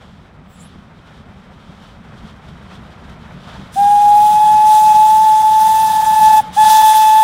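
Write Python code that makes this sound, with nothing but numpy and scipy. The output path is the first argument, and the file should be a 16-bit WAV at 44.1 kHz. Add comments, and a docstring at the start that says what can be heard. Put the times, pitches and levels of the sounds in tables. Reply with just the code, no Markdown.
"""A steam train whistles

A small steam locomotive rolls closer over open fields, rumbling and chuffing softly; a wheel squeaks
once. Then it blows its one-note whistle twice: long blasts that scoop up in pitch and sputter on wet
steam. The steam jet hisses brightly around the note, and the train and fields send back a faint echo."""
import sys
import numpy as np
from scipy import signal
from scipy.fft import rfft, irfft, next_fast_len
from scipy.io import wavfile

SR = 44100
rng = np.random.default_rng(int(sys.argv[2]) if len(sys.argv) > 2 else 0)


def put_to_file(sound):
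    """Save the sound as 16-bit audio at rate SR, in the file named by the first command-line argument."""
    columns = np.atleast_2d(sound).T  # one column per channel
    safe = np.clip(columns, -1, 1)
    whole_steps = np.round(safe * 32767)
    wavfile.write(sys.argv[1], SR, whole_steps.astype(np.int16))


N = 318843
TIME = np.arange(N) / SR

# The tone of the wheels and rods. Each row: frequency in Hz, relative level in dB.
GEAR_SPECTRUM = [(180, -13), (300, -8.5), (350, -11), (386, -4.5), (476, -2.5), (664, -1), (903, -2),
                 (1380, -4.5), (2600, -12.5), (3380, -36), (5720, -120)]
# The tone of the exhaust steam. Each row: frequency in Hz, relative level in dB.
EXHAUST_SPECTRUM = [(1290, 8), (2200, -17.5), (2650, -4), (3180, 4), (3650, 2), (3990, -3), (5540, -9),
                    (6470, -14), (7550, -14), (11300, -25), (15500, -33)]
# How hard the whistle is blown.
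# Each row: time in seconds, base level of the hiss in dB, relative level above 11 kHz in dB.
BLOWING = [(3.78, -38.0, -7.7), (4.14, -38.3, -6.9), (4.23, -35.0, -5.0), (4.63, -37.2, -6.4),
           (4.74, -30.7, -5.5), (5.0, -35.0, -5.2), (5.07, -32.3, -5.6), (5.2, -34.5, -4.6),
           (5.52, -35.5, -6.3), (5.62, -32.3, -2.8), (6.12, -32.7, -4.9), (6.27, -29.4, -5.8),
           (6.39, -32.1, -1.4), (6.54, -37.5, -7.3), (6.62, -26.7, -7.6), (6.72, -23.1, -5.2),
           (6.8, -26.3, -4.0), (6.9, -25.1, -4.8), (7.2, -31.3, -3.5)]


def from_db(db):
    """Turn decibels into a factor to multiply by."""
    return 10 ** (np.asarray(db) / 20)


def rms_one(x):
    """Scale a sound so that its average strength (rms) is 1."""
    return x / np.sqrt(np.mean(x ** 2) + 1e-20)


def in_time(rows):
    """Join rows that begin with a time into curves, one for each further column."""
    times, *columns = np.transpose(rows)
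    return [np.interp(TIME, times, column) for column in columns]


def coloured(points):
    """Noise of strength 1 with a given spectrum, falling 20 dB an octave beyond its ends."""
    hz, db = np.transpose(points)
    size = next_fast_len(N, True)
    octave, known = np.log2(np.fft.rfftfreq(size, 1 / SR) + 1), np.log2(hz)
    outside = np.abs(octave - np.clip(octave, known[0], known[-1]))
    gain = from_db(np.interp(octave, known, db) - 20 * outside)
    return rms_one(irfft(rfft(rng.standard_normal(size)) * gain, size)[:N])


def drift(rate):
    """A random wander of strength 1, moving up to about `rate` times a second."""
    coarse = np.arange(-SR // 2, N + 16, 16)
    lowpass = signal.butter(2, np.clip(rate, 1, 1000), fs=SR / 16, output="sos")
    wander = signal.sosfilt(lowpass, rng.standard_normal(len(coarse)))
    return rms_one(np.interp(np.arange(N), coarse, wander))


def resonance(x, hz, width_hz):
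    """Let a sound ring in a band around one frequency."""
    r = np.exp(-np.pi * width_hz / SR)
    feedback = [1, -2 * r * np.cos(2 * np.pi * hz / SR), r * r]
    return signal.lfilter(np.array([1, 0, -1]) * (1 - r * r) / 2, feedback, x)


def bump(middle, half_length):
    """A smooth swell up to 1 and back down."""
    near, out = np.abs(TIME - middle) < 4 * half_length, np.zeros(N)
    out[near] = np.exp(-((TIME[near] - middle) / half_length) ** 2)
    return out


def fading(start, t60, rise=.0003):
    """A level that rises quickly, then dies away by 60 dB in t60 seconds."""
    near, out = (TIME > start) & (TIME < start + 2 * t60), np.zeros(N)
    age = TIME[near] - start
    out[near] = (1 - np.exp(-age / rise)) * np.exp(-np.log(1000) * age / t60)
    return out


def chuffing(first_s=.052, gap_s=.187):
    """The even beat of the exhaust, from -1 to 1."""
    return np.cos(2 * np.pi * (TIME - first_s) / gap_s)


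def exhaust_level(start_db=-61, db_per_s=2.49, swing_db=.9):
    """The level of the exhaust in dB: it grows as the train nears and pulses with the beat."""
    return start_db + db_per_s * TIME + swing_db * chuffing()


def rumble():
    """The rolling train rumbles, and heavy beats of the exhaust add low thumps."""
    # The tone of the rumble. Each row: frequency in Hz, relative level in dB.
    spectrum = [(20, -29), (31, -5), (43, -7.5), (60, -2), (80, -0.5), (113, -3.5), (150, -0.5), (180, 1),
                (223, -2), (260, -8.5), (300, -15), (400, -16.5)]
    # Its slow rise and fall. Each row: time in seconds, base level in dB.
    loudness = [(0.0, -42), (2.3, -39), (4.3, -37.5), (5.3, -40), (6.2, -35), (7.2, -42.9)]
    # Heavy beats. Each row: middle in seconds, level in dB.
    beats = [(.22, -39), (.76, -42), (1.18, -40.5), (1.7, -40), (2.24, -34.5), (2.5, -37.5), (2.79, -35),
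             (3.35, -36), (3.6, -33.5), (4.54, -34), (6.67, -37)]
    rolling_db = in_time(loudness)[0] - .8 + .6 * chuffing() + 1.6 * drift(13)
    thumps = sum(from_db(db) * bump(s, half_length=.039) for s, db in beats)
    return np.hypot(from_db(rolling_db), thumps) * coloured(spectrum)


def running_gear(start_db=-50.5, db_per_s=2, levels_off_s=4.55):
    """Wheels and rods grind, growing louder as the train nears and then levelling off."""
    level_db = start_db + db_per_s * np.minimum(TIME, levels_off_s) - .05 * chuffing()
    return from_db(level_db + 1.2 * drift(24)) * coloured(GEAR_SPECTRUM)


def exhaust():
    """Steam chuffs softly from the chimney, with a few stronger puffs from the cylinders."""
    # Stronger puffs. Each row: middle in seconds, half length in seconds, level in dB.
    cylinder_puffs = [(0.078, 0.15, -54.5), (0.66, 0.13, -51), (1.172, .05, -52.5), (1.692, 0.14, -54),
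                      (1.873, 0.076, -51.5), (2.186, .025, -48.5), (2.285, 0.048, -48.5),
                      (2.49, 0.017, -50), (2.752, 0.03, -45.5), (3.533, 0.15, -46.5)]
    puffs = sum(from_db(db) * bump(s, half_length) for s, half_length, db in cylinder_puffs)
    chuffs = from_db(exhaust_level() + 1.4 * drift(17.7))
    return np.hypot(chuffs, puffs) * coloured(EXHAUST_SPECTRUM)


def knocks():
    """Rods and rail joints knock, each a quickly fading burst of noise."""
    # The knocks. Each row: start in seconds, base level in dB, fade time in seconds.
    hits = [(.002, -39, .25), (1.06, -40, .3), (1.815, -43, .25), (2.115, -42, .25), (2.695, -35, 0.26),
            (3.035, -39, 0.17), (3.088, -39, 0.14), (3.466, -33, 0.33), (3.53, -37, .2), (4.88, -31, .2)]
    blows = sum(from_db(db) * fading(s, decay, rise=.014) for s, db, decay in hits)
    return blows * (coloured(GEAR_SPECTRUM) + from_db(-5.5) * coloured(EXHAUST_SPECTRUM))


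def rods():
    """Loose steel rods tick against their pins and keep up a faint jingle that grows with the exhaust."""
    # Short metal ticks. Each row: start in seconds, level in dB.
    ticks = [(1.822, -53), (2.225, -57), (2.361, -57), (2.485, -53), (2.738, -50), (2.905, -58),
             (3.095, -47), (3.452, -55)]
    # How the steel rings. Each row: frequency in Hz, width in Hz, relative level in dB.
    rings = [(1410, 430, 5), (3050, 110, 4), (3760, 230, 0.5), (5570, 630, -10), (8500, 2200, -21)]
    rattle = sum(from_db(db) * fading(s, t60=.073) for s, db in ticks)
    steel = sum(from_db(db) * resonance(rng.standard_normal(N), hz, width) for hz, width, db in rings)
    jingle = from_db(exhaust_level() - 3.5 + 2.2 * drift(14))
    return (rattle + jingle) * rms_one(steel)


def wheel_squeak():
    """A wheel's rim rubs the rail and stirs a few high, rough tones in turn."""
    # Wheel tones. 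Each row: middle and half length in seconds, pitch and width in Hz, level in dB.
    tones = [(.52, .035, 15300, 600, -66), (.52, .035, 13800, 250, -70), (.55, .05, 7700, 1300, -59),
             (.59, .07, 10700, 450, -62), (0.61, 0.017, 7250, 700, -50), (.615, .022, 14700, 1500, -67),
             (.628, 0.022, 8350, 1500, -50.5), (.653, 0.029, 10700, 800, -55)]
    out = np.zeros(N)
    for s, half_length, hz, width_hz, db in tones:
        rub = resonance(rng.standard_normal(N), hz, width_hz)
        ring = resonance(rub, hz, width_hz)
        out += from_db(db) * bump(s, half_length) * rms_one(ring)
    return out


def echoes(x, dull_hz):
    """The train and the fields send back a few faint, dull copies of a sound."""
    # The echoes. Each row: delay in seconds, level in dB.
    returns = [(.036, -26), (.099, -24), (.16, -34)]
    dull = signal.sosfilt(signal.butter(1, dull_hz, fs=SR, output="sos"), x)
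    return sum(from_db(db) * np.interp(TIME - delay, TIME, dull, left=0) for delay, db in returns)


def valve(lead, lag, rise, fall):
    """Steam flow from 0 to 1; the cold whistle of the first blast fills more slowly."""
    # The two blasts. Each row: opening time and closing time in seconds.
    blasts = [(3.756, 6.411), (6.563, 7.4)]
    flow = np.zeros(N)
    for (opens, closes), slowness in zip(blasts, [1.7, 1]):
        age = np.maximum(TIME - opens + lead, 0)
        filling = 1 - np.exp(-(age / (rise * slowness)) ** 1.34)
        flow += filling * np.clip((closes + lag - TIME) / fall, 0, 1)
    return flow


def shimmer(x, patchy_db):
    """Swirling air lets each band of a distant hiss swell and fade on its own."""
    size = next_fast_len(N, True)
    spectrum, hz = rfft(x, size), np.fft.rfftfreq(size, 1 / SR)
    centres = np.geomspace(1000, 15000, num=12)
    bands = (irfft(spectrum * np.interp(hz, centres, share), size)[:N] for share in np.eye(len(centres)))
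    return sum(band * from_db(patchy_db * drift(12)) for band in bands)


def steam_jet():
    """Steam roars and hisses from the whistle's slot, starting just before the note."""
    # The lower part of the jet's tone. Each row: frequency in Hz, relative level in dB.
    low_spectrum = [(250, -5), (500, -15.5), (1300, -1), (1900, 0.5), (2250, -7.5), (2900, 2), (3500, 8)]
    # The upper part, used from its second row on. Each row: frequency in Hz, relative level in dB.
    high_spectrum = [(2350, -33), (4000, 3), (4560, 0.5), (5050, 2.5), (5400, 1.5), (6120, 3.5),
                     (6810, 1.5), (8940, 3), (9850, 4.5), (11700, -6), (13100, -3.5), (15500, -7)]
    noise = shimmer(coloured(low_spectrum + high_spectrum[1:]), patchy_db=1.5)
    # a close reflection off the boiler ripples the spectrum
    noise = noise + from_db(-19) * np.roll(noise, round(.00082 * SR))
    top = signal.sosfiltfilt(signal.butter(6, 11000, "high", fs=SR, output="sos"), noise)
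    low = signal.sosfiltfilt(signal.butter(3, 2780, fs=SR, output="sos"), noise)
    middle = noise - top - low
    hiss_db, top_db = in_time(BLOWING)
    swing_db = hiss_db - np.mean(np.array(BLOWING)[:, 1])
    roar = from_db(-40.5 + .39 * swing_db + drift(6)) * rms_one(low)  # swings less than the hiss
    hiss = from_db(.9) * rms_one(middle) + from_db(top_db + 1 + .8 * drift(9)) * rms_one(top)
    flicker = from_db(.71 * drift(21) + .41 * drift(550))
    flow = valve(lead=.042, lag=.02, rise=.022, fall=.055)
    return (roar + from_db(hiss_db) * hiss) * flicker * flow


def chokes(droplet_gap_s=.045, droplet_dip_db=-3.5):
    """Water in the steam briefly chokes the note. Gives the dips in dB; deeper ones last longer."""
    # Slugs of water. Each row: middle in seconds, dip in dB.
    slugs = [(4.393, -3.4), (4.45, -2.6), (4.938, -8.1), (5.073, -3.9), (5.258, -3.3), (5.424, -6.0),
             (5.893, -7.2), (5.926, -7.9), (5.951, -6.5), (5.978, -4.3), (6.018, -10.7), (6.054, -12.5),
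             (6.121, -4.1), (6.154, -7.0), (6.202, -5.7), (6.294, -6.1), (6.323, -6.4), (6.364, -5.9),
             (6.649, -6.6), (6.695, -6.2), (6.823, -7.1), (6.938, -7.0)]
    # Spells when droplets make the note stutter lightly. Each row: start and end in seconds.
    wet_spells = [(5.48, 5.88), (6.72, 6.81)]
    droplets = [(s + droplet_gap_s * rng.uniform(-.25, .25), droplet_dip_db * rng.uniform(.7, 1.2))
                for start, end in wet_spells
                for s in np.arange(start + droplet_gap_s / 2, end, droplet_gap_s)]
    return sum(db * bump(s, half_length=.0033 - .00055 * db) for s, db in slugs + droplets)


def whistle():
    """Steam sounds a nearly pure pipe note, flat while the pressure is low, with weak overtones."""
    # The pitch climbs as hot steam fills the bell. Each row: time in seconds, pitch in Hz.
    pitch_curve = [(3.82, 813.1), (3.95, 822.3), (4.18, 833.0), (4.27, 843.9), (4.6, 855.2), (4.95, 859.3),
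                   (5.22, 868.8), (5.33, 863.9), (5.6, 868.2), (5.66, 872.8), (5.8, 878.9), (5.89, 869.2),
                   (6.38, 866.1), (6.6, 863.4), (6.75, 868.7), (7.1, 867.8), (7.2, 873.3)]
    # How loud the note is. Each row: time in seconds, level in dB.
    loudness = [(3.8, -9.2), (3.94, -7.6), (4.18, -7.0), (4.29, -8.2), (4.7, -6.7), (4.82, -8.6),
                (4.92, -6.5), (5.4, -8.5), (5.7, -7.9), (5.83, -9.9), (5.98, -9.6), (6.15, -9.4),
                (6.28, -4.5), (6.39, -6.1), (6.7, -5.5), (6.9, -7.0), (7.0, -8.1), (7.21, -6.4)]
    # Overtones grow as the whistle is blown harder.
    # Each row: time in seconds, then base levels in dB at 2, 3 and 4 times the pitch.
    overtones = [(3.9, -37, -46, -52), (4.3, -54, -44.5, -54), (4.47, -39, -41.4, -37),
                 (4.65, -43.5, -43.5, -60), (4.9, -45.5, -38.7, -50), (5.45, -41.5, -53, -40.5),
                 (5.77, -36, -41, -41), (6.12, -31, -43.5, -65), (6.35, -27.5, -35, -37),
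                 (6.75, -25.0, -35.6, -27), (7.05, -32.5, -33.5, -31.5), (7.2, -29.2, -38, -34)]
    pitch, = in_time(pitch_curve)
    level_db, = in_time(loudness)
    pressure = valve(lead=.00094, lag=0, rise=.014, fall=.0135)
    choke_db = chokes()
    scoop = 1 - .11 * (1 - pressure) ** 1.41
    waver = 1 + .00212 * drift(76) + .0017 * drift(16.3)
    phase = 2 * np.pi * np.cumsum(pitch * scoop * waver) / SR
    shake = .05 * choke_db * drift(48)  # each choke also shakes the air in the pipe
    note = np.sqrt(2) * from_db(level_db + choke_db + .4 * drift(59)) * np.sin(phase + shake)
    # weak overtones flutter and fade, strong ones lock firmly to the note
    for multiple, db in enumerate(in_time(overtones), 2):
        flutter_db = np.interp(db, [-45, -30], [2.6, .9])
        wander_db = flutter_db * (.8 * drift(19) + .5 * drift(4))
        note += from_db(db + .5 + wander_db) * np.sin(multiple * phase + .15 * flutter_db * drift(91))
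    # swirling steam rings in the bell, louder when more of it flows
    jet_db = in_time(BLOWING)[0]
    bell_noise = rms_one(resonance(rng.standard_normal(N), hz=890, width_hz=99))
    ringing = from_db(jet_db - 6) * bell_noise
    # each choke spits a little broad noise
    spit_noise = rms_one(resonance(rng.standard_normal(N), hz=1260, width_hz=610))
    spit = from_db(jet_db - 20.5) * np.abs(choke_db) * spit_noise
    return pressure * (note + ringing + spit)


def scene():
    """The whistle and its echoes over the rolling train, in one channel."""
    blast = whistle() + steam_jet()
    train = rumble() + running_gear() + exhaust() + knocks() + rods() + wheel_squeak()
    return (blast + echoes(blast, dull_hz=8000) + train)[None]


def record(dry):
    """Round off the highest peaks of the note and cut the very top of the treble steeply."""
    round_above, headroom, cutoff_hz = .85, .12, 15750
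    over = np.maximum(np.abs(dry) - round_above, 0)
    rounded = dry - np.sign(dry) * (over - headroom * np.tanh(over / headroom))
    return signal.sosfilt(signal.ellip(12, .1, 80, cutoff_hz, fs=SR, output="sos"), rounded)


dry = scene()
out = record(dry)
put_to_file(out)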